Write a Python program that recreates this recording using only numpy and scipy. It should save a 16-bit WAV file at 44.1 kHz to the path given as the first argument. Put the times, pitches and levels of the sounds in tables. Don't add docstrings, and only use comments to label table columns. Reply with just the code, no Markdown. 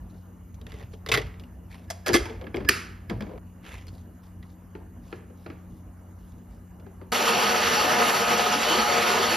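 import sys
import numpy as np
from scipy import signal
from scipy.fft import rfft, irfft, next_fast_len
from scipy.io import wavfile
from scipy.ndimage import uniform_filter1d, map_coordinates

SR = 44100
rng = np.random.default_rng(int(sys.argv[2]) if len(sys.argv) > 2 else 0)


def volts_from_decibels(level):
    exponent = np.asarray(level, float) / 20
    return 10 ** exponent


def waveform_to_disk(signal):
    frames = np.transpose(np.atleast_2d(signal))
    scaled = np.clip(frames, -1, 1) * 32767
    samples = np.round(scaled).astype(np.int16)
    wavfile.write(sys.argv[1], SR, samples)


N = 412776
T = np.arange(N) / SR
STEP = 64

CUTS = (3.385, 7.1195)

# start in seconds, #
# peak in dB, ring in Hz, thud in dB.
BERRIES = [(0.5432, -49, 6400, -19), (0.613, -42.5, 3820, -4.5), (0.6666, -34.5, 1880, -9),
           (0.7194, -35.5, 2000, -11), (0.7402, -39, 2110, -4.5), (0.7745, -47, 1960, -8),
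           (0.7866, -43, 1930, -12), (0.7965, -44, 1960, -12), (0.8047, -45, 1930, 7),
           (0.8125, -45, 1950, -8), (0.8266, -44, 1800, -6), (0.9343, -43.5, 3160, 2),
           (1.0628, -24.5, 2010, -12), (1.0735, -33, 2100, -12), (1.0877, -22, 3600, -5),
           (1.0925, -26, 2300, -12), (1.1165, -10, 2600, -16), (1.1192, -11, 2110, -20),
           (1.1245, -17, 2200, -14), (1.1315, -20, 3000, -14), (1.1512, -17, 2080, -14),
           (1.164, -21, 1950, -14), (1.186, -25, 2000, -8), (1.199, -29, 2100, -8),
           (1.1392, -10, 2070, -13), (1.1476, -14, 2060, -11), (1.1738, -11.5, 2010, -9),
           (1.216, -31, 2000, -2), (1.268, -37.5, 2430, -10.5), (1.3414, -42.5, 1980, -21),
           (1.3972, -39, 2910, -15), (1.4371, -44.5, 2880, -12), (1.727, -44, 2270, -17),
           (3.869, -39, 4900, -14), (3.881, -42, 4300, -12), (4.4276, -43, 1930, -27),
           (6.798, -50, 2880, -7.5)]
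BERRY_EDGE_DB, EDGE_DB_PER_OCTAVE, BERRY_T60_S = -20, 6.5, .06

# start in seconds, peak in dB, thud in Hz, thud in dB, edge (brightness) in dB,
# time to die by 60 dB in seconds.
SLAP = (2.6885, -0.7, 353.7, -20, -12.5, 0.03)
# centre in Hz, width in Hz, level in dB.
LID = [(1239, 350, 8.5), (1800, 400, 5), (2650, 700, 14.5), (4327, 700, 8.7), (11000, 2960, 8)]

# start in seconds, peak in dB, thud in Hz, thud in dB, edge in dB.
KNOCKS = [
    (1.9013, -21.5, 668, -6.5, -8),
    (2.1408, -6.5, 345, -.5, -14),
    (2.1495, -13, 345, -9, -14),
]
# centre in Hz, width in Hz, level in
# dB.
TUB = [(1150, 90, 6.5), (1700, 80, 2), (2080, 70, 10), (2700, 90, -5), (3332, 150, 11.5), (4700, 84, -4)]
KNOCK_T60_S, T60_S_PER_DB = .12, .0022

# start in seconds, peak in dB, thud in Hz, thud in dB,
# edge in dB.
BUMPS = [(2.0615, -20, 600, -8, -13), (2.0668, -17, 500, -10, -15), (2.0735, -21, 500, -12, -14),
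         (2.0805, -17, 420, -6, -9), (2.0885, -18, 400, -6, -18), (2.0955, -26, 350, 9, -26),
         (2.122, -30, 300, -6, -8), (2.1315, -16, 450, -16, -9), (2.136, -17, 450, -16, -10),
         (2.254, -31, 900, -4.5, -18.5), (2.2957, -37.5, 444, 4, -21), (2.4124, -35.5, 520, 1.5, -25.5),
         (2.4414, -40.5, 390, 1, -34), (2.4677, -34.5, 213, 2, -34.5), (2.5429, -25.5, 345, 2.5, -30),
         (2.5595, -33, 300, -4, -12), (2.5674, -26.5, 376.6, 1.5, -21), (2.6045, -36.5, 200, 9, -28.5),
         (2.6478, -33, 284, 2, -24), (3.0969, -25, 330, -2, -20), (3.108, -40, 196.5, 16, -25),
         (3.2066, -27, 209, 0, -21), (3.221, -32, 201.4, 4, -23.5), (3.2658, -44, 304, 11.5, -25),
         (3.2919, -50, 518, 12, -20), (3.312, -50, 420, 13, -25), (3.334, -51, 500, 13, -25),
         (3.356, -52, 430, 13, -25), (3.377, -47, 207, 12, -24.5)]
# centre in Hz, width in Hz, level in dB.
WORKTOP = [(900, 400, 11), (1650, 250, 0), (2250, 350, 7), (3300, 700, 5), (4700, 300, 0)]
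BUMP_T60_S = .13

# start in seconds, peak in dB, thud in Hz, thud in dB.
TAPS = [
    (4.7511, -39.5, 348, 5.5),
    (5.1267, -31, 358, 1.5),
    (5.3004, -57, 501, 14.5),
    (5.4615, -34, 351, 1),
    (5.4999, -34, 353, 0),
    (6.8643, -48, 386, 7.5),
    (7.014, -43.5, 366, 8.5),
]
# centre in Hz, width in Hz, level in dB.
TAPPED = [(810, 1000, 16), (2140, 150, 1.6), (4000, 500, 5)]
TAP_EDGE_DB, TAP_T60_S = -26, .052

# frequency in Hz, level in dB.
CRACK = [(100, -11), (600, -39), (1300, -9), (2500, -11.5), (3600, -18), (5000, -5), (8000, -7),
         (12000, -16.5), (15800, -48.5)]

# start in seconds, hold in seconds, crinkle in dB, body over it in dB.
RUSTLE = [(.1, .09, -70, -12), (.7, .14, -66, 10), (.925, .015, -67, -8), (1.715, .03, -61, 8),
          (1.79, .05, -70, 7), (3.65, .04, -58, 14), (3.7, .08, -62, 13), (3.8, .03, -72, 6),
          (3.92, .08, -66, -7), (4.23, .04, -69, -5), (4.45, .07, -72, -5), (5.04, .12, -67, -6),
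          (5.37, .07, -70, -9), (5.7, .1, -74, -8), (6.19, .03, -70, -8), (6.27, .05, -70, -10),
          (6.38, .03, -79, -12), (6.51, .05, -72, -11)]
GRIP_S, LET_GO_DB_PER_S = .025, 260
# frequency in Hz, level in dB.
CRINKLE = [(1500, -29), (3500, 1), (6000, -1), (11000, -5.5), (15800, -20)]
BODY = [(200, -8), (450, -2), (1500, -3.5), (2700, -2), (3400, -14), (5000, -55)]

# time in seconds, churn in dB.
LOAD = [
    (7.13, -25),
    (7.98, -24),
    (8.02, -20),
    (8.07, -26),
    (8.12, -24),
    (8.71, -26),
    (8.72, -25),
    (9.23, -24),
    (9.36, -26),
]
# frequency in Hz, level in dB per Hz.
CHURN = [(30, -19), (60, -34.5), (150, -10), (300, -16), (500, -3.5), (900, -1.5), (1600, -4.8), (2800, -6),
         (4000, -8.5), (5500, -10.5), (7000, -5), (9000, -15), (12000, -17.5), (15500, -30.5)]
# centre in Hz, width in Hz, boost in dB.
JUG = [(215.4, 48, 12.5), (362, 67, 8), (465.4, 27, 12), (1260, 55, 10.5), (1483, 90, 1.5), (1738, 23, 5),
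       (2140, 17, 2.5), (2860, 910, 6.5), (4497, 220, 8.5), (5250, 120, 1), (5630, 370, 7)]
SPRAY_DB, SPRAY_FOLLOWS, FIZZ_DB, FIZZ_FOLLOWS = -4, .12, -12.5, .3
SHAFT_HZ = 119.4
# multiple of the #
# shaft speed, level in dB.
ORDER = [(2, -43.5), (3.1, -53), (3.9, -45), (5, -45.5), (6, -37), (7, -42), (8, -48), (9, -56),
         (10.55, -48), (12.15, -41.5)]
# middle in seconds, half length in seconds, pitch in Hz, level in dB.
SQUEAK = (8.7, .042, 3030, -29)
# start in seconds, pitch in Hz, level in dB.
GULPS = [(7.2, 870, -30), (7.43, 460, -28), (7.53, 1270, -27), (7.86, 720, -28), (7.96, 980, -29),
         (8.0, 460, -26), (8.01, 1260, -28), (8.13, 1260, -28), (8.31, 850, -29), (8.39, 800, -26),
         (8.57, 230, -29), (8.72, 850, -30), (8.78, 230, -26), (8.86, 1290, -29), (8.88, 560, -26),
         (9.1, 400, -29), (9.14, 450, -28), (9.19, 380, -27)]
BIG_GULP_S, BIG_GULP_DB = .022, -5

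# frequency in Hz, level in dB per Hz.
AIR = [(25, -16), (55, 1.5), (120, -10.5), (230, -2), (400, -19), (1000, -27.5), (1700, -37), (2200, -43),
       (3500, -54.5), (5000, -55), (8000, -46), (12000, -49.5), (15800, -44)]
# centre in Hz, width in Hz, level in dB.
FRIDGE = [(88.8, 14, -55.5), (238.7, 14, -61), (314.4, 8.7, -66), (2880, 70, -82), (6600, 160, -77.5)]
# pitch in Hz, level in dB.
HUM = [(89.8, -50), (179.6, -52.5)]
# time in seconds, shake in dB, boom in dB.
JOLTS = [(.01, -39, -47), (.48, -41, -65), (.58, -41, -55), (.7, -50, -45), (.85, -41, -44),
         (1.17, -35.5, -32), (1.54, -42, -61), (1.78, -44, -64), (2.15, -43, -36), (2.21, -31, -46),
         (2.56, -42, -40), (2.68, -35.5, -42), (2.87, -42, -62), (3.15, -36, -35), (3.27, -39.5, -43),
         (3.78, -41, -48), (3.92, -41, -51), (4.28, -47, -55), (5.1, -44, -48), (5.49, -48, -48),
         (6.35, -49, -57), (6.5, -43, -63)]
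JOLT_RISE_DB_PER_S, JOLT_FALL_DB_PER_S, BOOM_FASTER = 90, 70, 2.2
REST_SHAKE_DB, REST_BOOM_DB = -50.5, -63

# frequency in Hz, time to die by 60 dB in seconds.
WALLS = [(150, .5), (1200, 0.64), (5000, 0.42), (12000, 0.41)]
# frequency in Hz, likeness from 0 to 1.
ALIKE = [(80, 1), (300, .9), (600, 0.6), (1200, 0.62), (1550, .25), (2100, .93), (2700, .99)]
# frequency in Hz, left minus right in dB.
LEAN = [(100, -0.6), (300, 1), (750, 1), (1150, 1.5), (1700, -7), (2500, 1.4), (3200, 0)]
# frequency in Hz, lead in radians.
LEAD = [(4200, 0), (5200, .7), (7700, 2.5), (8400, np.pi), (9100, 3.8), (11000, 5.6), (12000, 2 * np.pi),
        (13000, 7), (14700, 8.75), (15800, 3 * np.pi)]
AHEAD_DB = 19


def berries(bands):
    out = np.zeros((2, N))
    t = np.arange(SR // 10) / SR
    for s, db, ring_hz, thud_db in BERRIES:
        edge_db = BERRY_EDGE_DB + EDGE_DB_PER_OCTAVE * np.log2(ring_hz / 2000)
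        wall = [(ring_hz, 140, 10), (1100, 200, 4), (3500, 600, 6)]
        add(out, s, hit(bands, s, db, 437.4, thud_db, edge_db, BERRY_T60_S, wall, thud_t60=0.11,
                        hold=0.001, rise=.0003, tick_db=-9, wet_db=-17.5))
        fade = volts_from_decibels(db - 10.5 - 60 * t / .048) * (1 - np.exp(-t / .0015))
        add(out, s, fade * np.sin(2 * np.pi * ring_hz * t) * [[1], [.3]])
    return out


def knocks(bands):
    out = np.zeros((2, N))
    add(out, SLAP[0], hit(bands, *SLAP, LID, thud_t60=.08, hold=0.007, rise=.001, tick_db=-5, wet_db=-7))
    for row in KNOCKS:
        t60 = max(KNOCK_T60_S + T60_S_PER_DB * row[1], .015)
        add(out, row[0], hit(bands, *row, t60, TUB, thud_t60=.085,
                             hold=0.0016, rise=0.0022, tick_db=-11.5, wet_db=-11.5))
    for row in BUMPS:
        t60 = max(BUMP_T60_S + T60_S_PER_DB * row[1], .015)
        add(out, row[0], hit(bands, *row, t60, WORKTOP, thud_t60=.13,
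                             hold=0.004, rise=0.0012, tick_db=-10, wet_db=-9.5))
    for row in TAPS:
        add(out, row[0], hit(bands, *row, TAP_EDGE_DB, TAP_T60_S, TAPPED, thud_t60=0.071,
                             hold=0.003, rise=0.00077, tick_db=-24, wet_db=-6))
    blows = np.zeros((2, N))
    for s, db, *_ in [SLAP, *KNOCKS, *BUMPS, *TAPS]:
        add(blows, s, volts_from_decibels(db + AHEAD_DB) * np.array([[1], [.5]]))
    ahead = filtered(blows, lambda f: np.conj(peak(f, 1700, 36) + .25 * peak(f, 5100, 40)))
    return filtered(out, lambda f: 1 + .5 * np.conj(peak(f, 1700, 60))) + ahead


def hit(bands, s, db, thud_hz, thud_db, edge_db, t60, modes, thud_t60, hold, rise, tick_db, wet_db):
    t = T[:SR // 7]
    rattle = volts_from_decibels(2.5 * np.repeat(rng.standard_normal(len(t) // 90 + 1), 90)[:len(t)])
    decay = volts_from_decibels(-60 * t / t60) + 1.5 * np.exp(-(t / hold) ** 3)
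    burst = rattle * rng.standard_normal((2, len(t))) * decay * (1 - np.exp(-t / rise))
    modes = [(hz, width, level + rng.normal(0, 2.5)) for hz, width, level in modes]

    def tone(f, q):
        dull = volts_from_decibels((edge_db + 6) * np.clip(1.4 * np.log2(f / 3300 + .01), 0, 1.1))
        ring = sum(volts_from_decibels(level) / q * peak(f, hz, q * width) for hz, width, level in modes)
        return volts_from_decibels(along(CRACK, f)) * dull * (1 + ring)

    crack = filtered(burst, lambda f: tone(f, 0.82))
    crack = crack / np.abs(crack[0]).max()
    tick_noise = np.diff(rng.standard_normal((2, len(t) + 2)), 2) / 2
    tick = volts_from_decibels(tick_db + .5 * edge_db - 60 * t / .018) * tick_noise
    fade = volts_from_decibels(-60 * t / thud_t60) * (1 - np.exp(-t / 0.0029))
    rough = filtered(rng.standard_normal((2, len(t))) * fade, lambda f: peak(f, .95 * thud_hz, 400) ** 2)
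    rough = rough / np.abs(rough[0]).max()
    thud = volts_from_decibels(thud_db) * (fade * np.sin(2 * np.pi * thud_hz * t) + .9 * rough)
    tail = room_tail(bands, (db + wet_db + 80) / 100)
    diffuse = filtered(tail, lambda f: tone(f, 2))
    wet_crack = diffuse * np.linalg.norm(crack[0]) / np.linalg.norm(diffuse[0])
    wet = wet_crack + signal.fftconvolve(thud[:1], tail, axes=1)[:, :tail.shape[1]]
    late = np.pad(wet, ((0, 0), (200, SR)))[:, :SR + len(t)]
    both = np.pad(crack + tick + thud, ((0, 0), (0, SR))) + volts_from_decibels(wet_db) * late
    left = round((CUTS[s > CUTS[0]] - s) * SR)
    return volts_from_decibels(db) * both[:, :left]


def rustle():
    grains = volts_from_decibels(2.2 * wobble(60) + 3 * wobble(400))
    crinkle, body = hiss(lambda f: volts_from_decibels(along(CRINKLE, f)), lambda f: volts_from_decibels(along(BODY, f)), patchy_db=2)
    moves = []
    for s, hold, db, body_db in RUSTLE:
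        swell = volts_from_decibels(db + swell_db(s, hold, 20 / GRIP_S, LET_GO_DB_PER_S))
        moves.append(swell * volts_from_decibels([[0], [body_db - 4.0]]))
    thin, thick = smooth(np.sum(moves, axis=0))
    return unit(grains) * (thin * crinkle + thick * body)


def blender():
    first = round(CUTS[1] * SR)
    n, t = N - first, T[first:]
    churn_db = curves(LOAD)[0][first:]
    swing_db = churn_db - churn_db.mean()
    spray_db = SPRAY_DB + (SPRAY_FOLLOWS - 1) * swing_db + .6 * wobble(9, n)
    settling_db = 3.5 * np.exp(-(t - CUTS[1]) / .35)
    fizz_db = FIZZ_DB + (FIZZ_FOLLOWS - 1) * swing_db + 1.2 * wobble(20, n) + settling_db

    def jug(f):
        boost = sum(db * np.abs(peak(f, hz, width)) ** 2 for hz, width, db in JUG)
        return volts_from_decibels(along(CHURN, f) + boost)

    def below(f, hz):
        return 1 / (1 + (f / hz) ** 8)

    churn, spray, fizz = hiss(lambda f: jug(f) * below(f, 2460),
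                              lambda f: 1j * jug(f) * (1 - below(f, 2230)) * below(f, 6800),
                              lambda f: jug(f) * (1 - below(f, 7500)), patchy_db=1.2, size=n)
    shaft_hz = SHAFT_HZ * (1 + .011 * wobble(5, n) + .003 * wobble(40, n))
    turn = 2 * np.pi * np.cumsum(shaft_hz) / SR
    whine = sum(volts_from_decibels(db + .8 + 3.2 * wobble(12, n)) * np.sin(k * turn + [[0], [1.17 * k]]) for k, db in ORDER)
    s, half, hz, db = SQUEAK
    rub = volts_from_decibels(db + 1.5 * wobble(71, n)) * np.exp(-((t - s) / half) ** 4)
    whine = whine + rub * np.sin(2 * np.pi * hz * t + .8 * wobble(70, n))
    slosh = volts_from_decibels(1.06 * wobble(45, n))
    pulp = volts_from_decibels(churn_db) * slosh * (churn + volts_from_decibels(spray_db) * spray + volts_from_decibels(fizz_db) * fizz)
    tones = volts_from_decibels(churn_db + 28.0) * (whine + gulps(count=70, db=-33)[:, first:])
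    return np.pad(pulp + tones, ((0, 0), (first, 0)))


def gulps(count, db):
    draw = rng.random((count, 5))
    t = np.arange(SR // 12) / SR
    start = CUTS[1] + (N / SR - CUTS[1]) * draw[:, :1]
    hz = 280 * 3.6 ** draw[:, 1:2]
    life = 0.011 + 0.024 * draw[:, 2:3]
    level_db = db - 15.4 * draw[:, 3:4]
    big_s, big_hz, big_db = np.transpose(GULPS)[:, :, None]
    big = slice(len(GULPS))
    start[big], hz[big] = big_s, big_hz
    level_db[big], life[big] = big_db + BIG_GULP_DB, BIG_GULP_S
    glide = 1 + .04 * (draw[:, 4:] - .5) * t / life
    swell = (t / life) * np.exp(1 - t / life) ** 2
    tone = np.sin(2 * np.pi * hz * t * glide) * swell * volts_from_decibels(level_db)
    at = (start * SR).astype(int) + np.arange(len(t))
    sides = (1, 2 * draw[:, 4:] - 1)
    return np.array([np.bincount(at.ravel(), (tone * lean).ravel(), N + SR)[:N] for lean in sides])


def kitchen():
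    pushes = []
    for s, shake_db, boom_db in JOLTS:
        swell = swell_db(s, 0, JOLT_RISE_DB_PER_S, JOLT_FALL_DB_PER_S)
        pushes.append(swell * [[1], [BOOM_FASTER]] + [[shake_db], [boom_db]])
    strongest_db = np.maximum(np.max(pushes, axis=0), [[REST_SHAKE_DB], [REST_BOOM_DB]])
    shake_gain, boom_gain = smooth(volts_from_decibels(strongest_db))

    def lines(f):
        return sum(volts_from_decibels(db) * peak(f, hz, width) ** 2 / np.sqrt(width) for hz, width, db in FRIDGE)

    air, fuzz, shake, boom = hiss(lambda f: volts_from_decibels(along(AIR, f)) * np.abs(f / (f + 150)) ** 3,
                                  lambda f: 1j * np.abs(lines(f)),
                                  lambda f: np.abs(peak(f, 58, 35)) ** 2,
                                  lambda f: 1j * np.abs(peak(f, 118, 50)) ** 3, patchy_db=2.3)
    hum = sum(volts_from_decibels(db + 3 + 1.4 * wobble(7)) * np.sin(2 * np.pi * hz * T + .5 * wobble(6)) for hz, db in HUM)
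    fuzz_gain = np.linalg.norm(volts_from_decibels(np.transpose(FRIDGE)[2]))
    return volts_from_decibels(-54.5) * air + hum + fuzz_gain * fuzz + shake_gain * shake + boom_gain * boom


def room_bands():
    def share(f):
        return [[along([(hz, k == j) for j, (hz, _) in enumerate(WALLS)], f)] for k in range(len(WALLS))]

    return filtered(rng.standard_normal((2, 3 * SR)), lambda f: np.array(share(f)))


def room_tail(bands, heard_s):
    at = rng.integers(2 * SR)
    t = T[:int(np.clip(heard_s, .15, .7) * SR)]
    tail = sum(band[:, at:at + len(t)] * volts_from_decibels(-60 * t / t60) for band, (_, t60) in zip(bands, WALLS))
    return tail / np.linalg.norm(tail[0])


def ports(pair):
    def turn(f):
        return np.arccos(np.clip(along(ALIKE, f), -1, 1)) / 2

    def side(f):
        return volts_from_decibels(along(LEAN, f) / 2) * np.exp(-.5j * np.interp(f, *np.transpose(LEAD)))

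    def microphones(f):
        low_cut = 1 + (31 / (f + 1)) ** 4
        return [side(f), 1 / side(f)] / low_cut

    near, far = filtered(pair, lambda f: [np.cos(turn(f)), np.sin(turn(f))])
    return filtered(np.array([near + far, near - far]), microphones)


def unit(x):
    return x / np.sqrt(np.mean(x ** 2) + 1e-20)


def along(points, hz):
    f, v = np.transpose(points)
    return np.interp(np.log(hz + 1), np.log(f + 1), v)


def curves(rows):
    s, *cols = np.transpose(rows)
    return [np.interp(T, s, c) for c in cols]


def wobble(rate, size=N):
    coarse = np.arange(0, size + 32, 32)
    knots = rng.standard_normal(int(N * 400 / SR) + 9)
    return np.interp(np.arange(size), coarse, map_coordinates(knots, [coarse * min(rate, 400) / SR]))


def filtered(x, response):
    m = next_fast_len(x.shape[-1] + 8192)
    return irfft(rfft(x, m) * response(np.fft.rfftfreq(m, 1 / SR)), m)[..., :x.shape[-1]]


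def peak(f, hz, width):
    return 1j * f * width / (hz * hz - f * f + 1j * f * width)


def hiss(*responses, patchy_db, size=N):
    z = signal.stft(rng.standard_normal((2, size)), nperseg=512)[2]
    field = uniform_filter1d(rng.standard_normal(z.shape[1:]), size=6, axis=0)
    field = uniform_filter1d(field, size=10, axis=1)
    noise = signal.istft(z * volts_from_decibels(patchy_db * unit(field)), nperseg=512)[1][:, :size]
    return [unit(x) for x in filtered(noise, lambda f: np.array([[r(f)] for r in responses]))]


def swell_db(start, hold, rise_db_per_s, fall_db_per_s):
    t = T[::STEP]
    before, after = np.clip(start - t, 0, None), np.clip(t - start - hold, 0, None)
    return -rise_db_per_s * before - fall_db_per_s * after


def smooth(steps):
    return [np.interp(T, T[::STEP], row) for row in steps]


def add(out, s, sound):
    at = round(s * SR)
    out[:, at:at + sound.shape[1]] += sound[:, :N - at]


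def scene():
    air, bands = kitchen(), room_bands()
    filling = berries(bands) + knocks(bands) + rustle() + air
    blending = blender() + volts_from_decibels(-2.5) * air
    return ports(np.where(T < CUTS[1], filling, blending))


def joint_stereo(x, under_db, jump_db):
    hz, _, z = signal.stft([x[0] + x[1], x[0] - x[1]], SR, nperseg=2048)
    band = np.arange(len(hz)) // 16
    power = np.add.reduceat(np.abs(z) ** 2, np.arange(0, len(hz), 16), axis=1) + 1e-20
    margin = volts_from_decibels(under_db + 3.5 * rng.standard_normal(power.shape[1:]))
    treble = power[:, 10:].sum(axis=(0, 1))
    steady = treble < volts_from_decibels(jump_db) * np.roll(treble, 1)
    weaker = (power < margin ** 2 * power[::-1])[:, band]
    dropped = weaker & steady & (hz > 2300)[:, None]
    kept = z * ~dropped * (hz < 15900)[:, None]
    mid, side = signal.istft(kept, SR, nperseg=2048)[1][:, :N]
    return np.array([mid + side, mid - side]) / 2


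def low_pass(x):
    return signal.sosfilt(signal.butter(12, 16650, fs=SR, output="sos"), x)


def record(dry):
    held = dry / (1 + np.abs(dry / .85) ** 4) ** .25
    mix = joint_stereo(held, under_db=-7.5, jump_db=12)
    return low_pass(mix)


dry = scene()
out = record(dry)
waveform_to_disk(out)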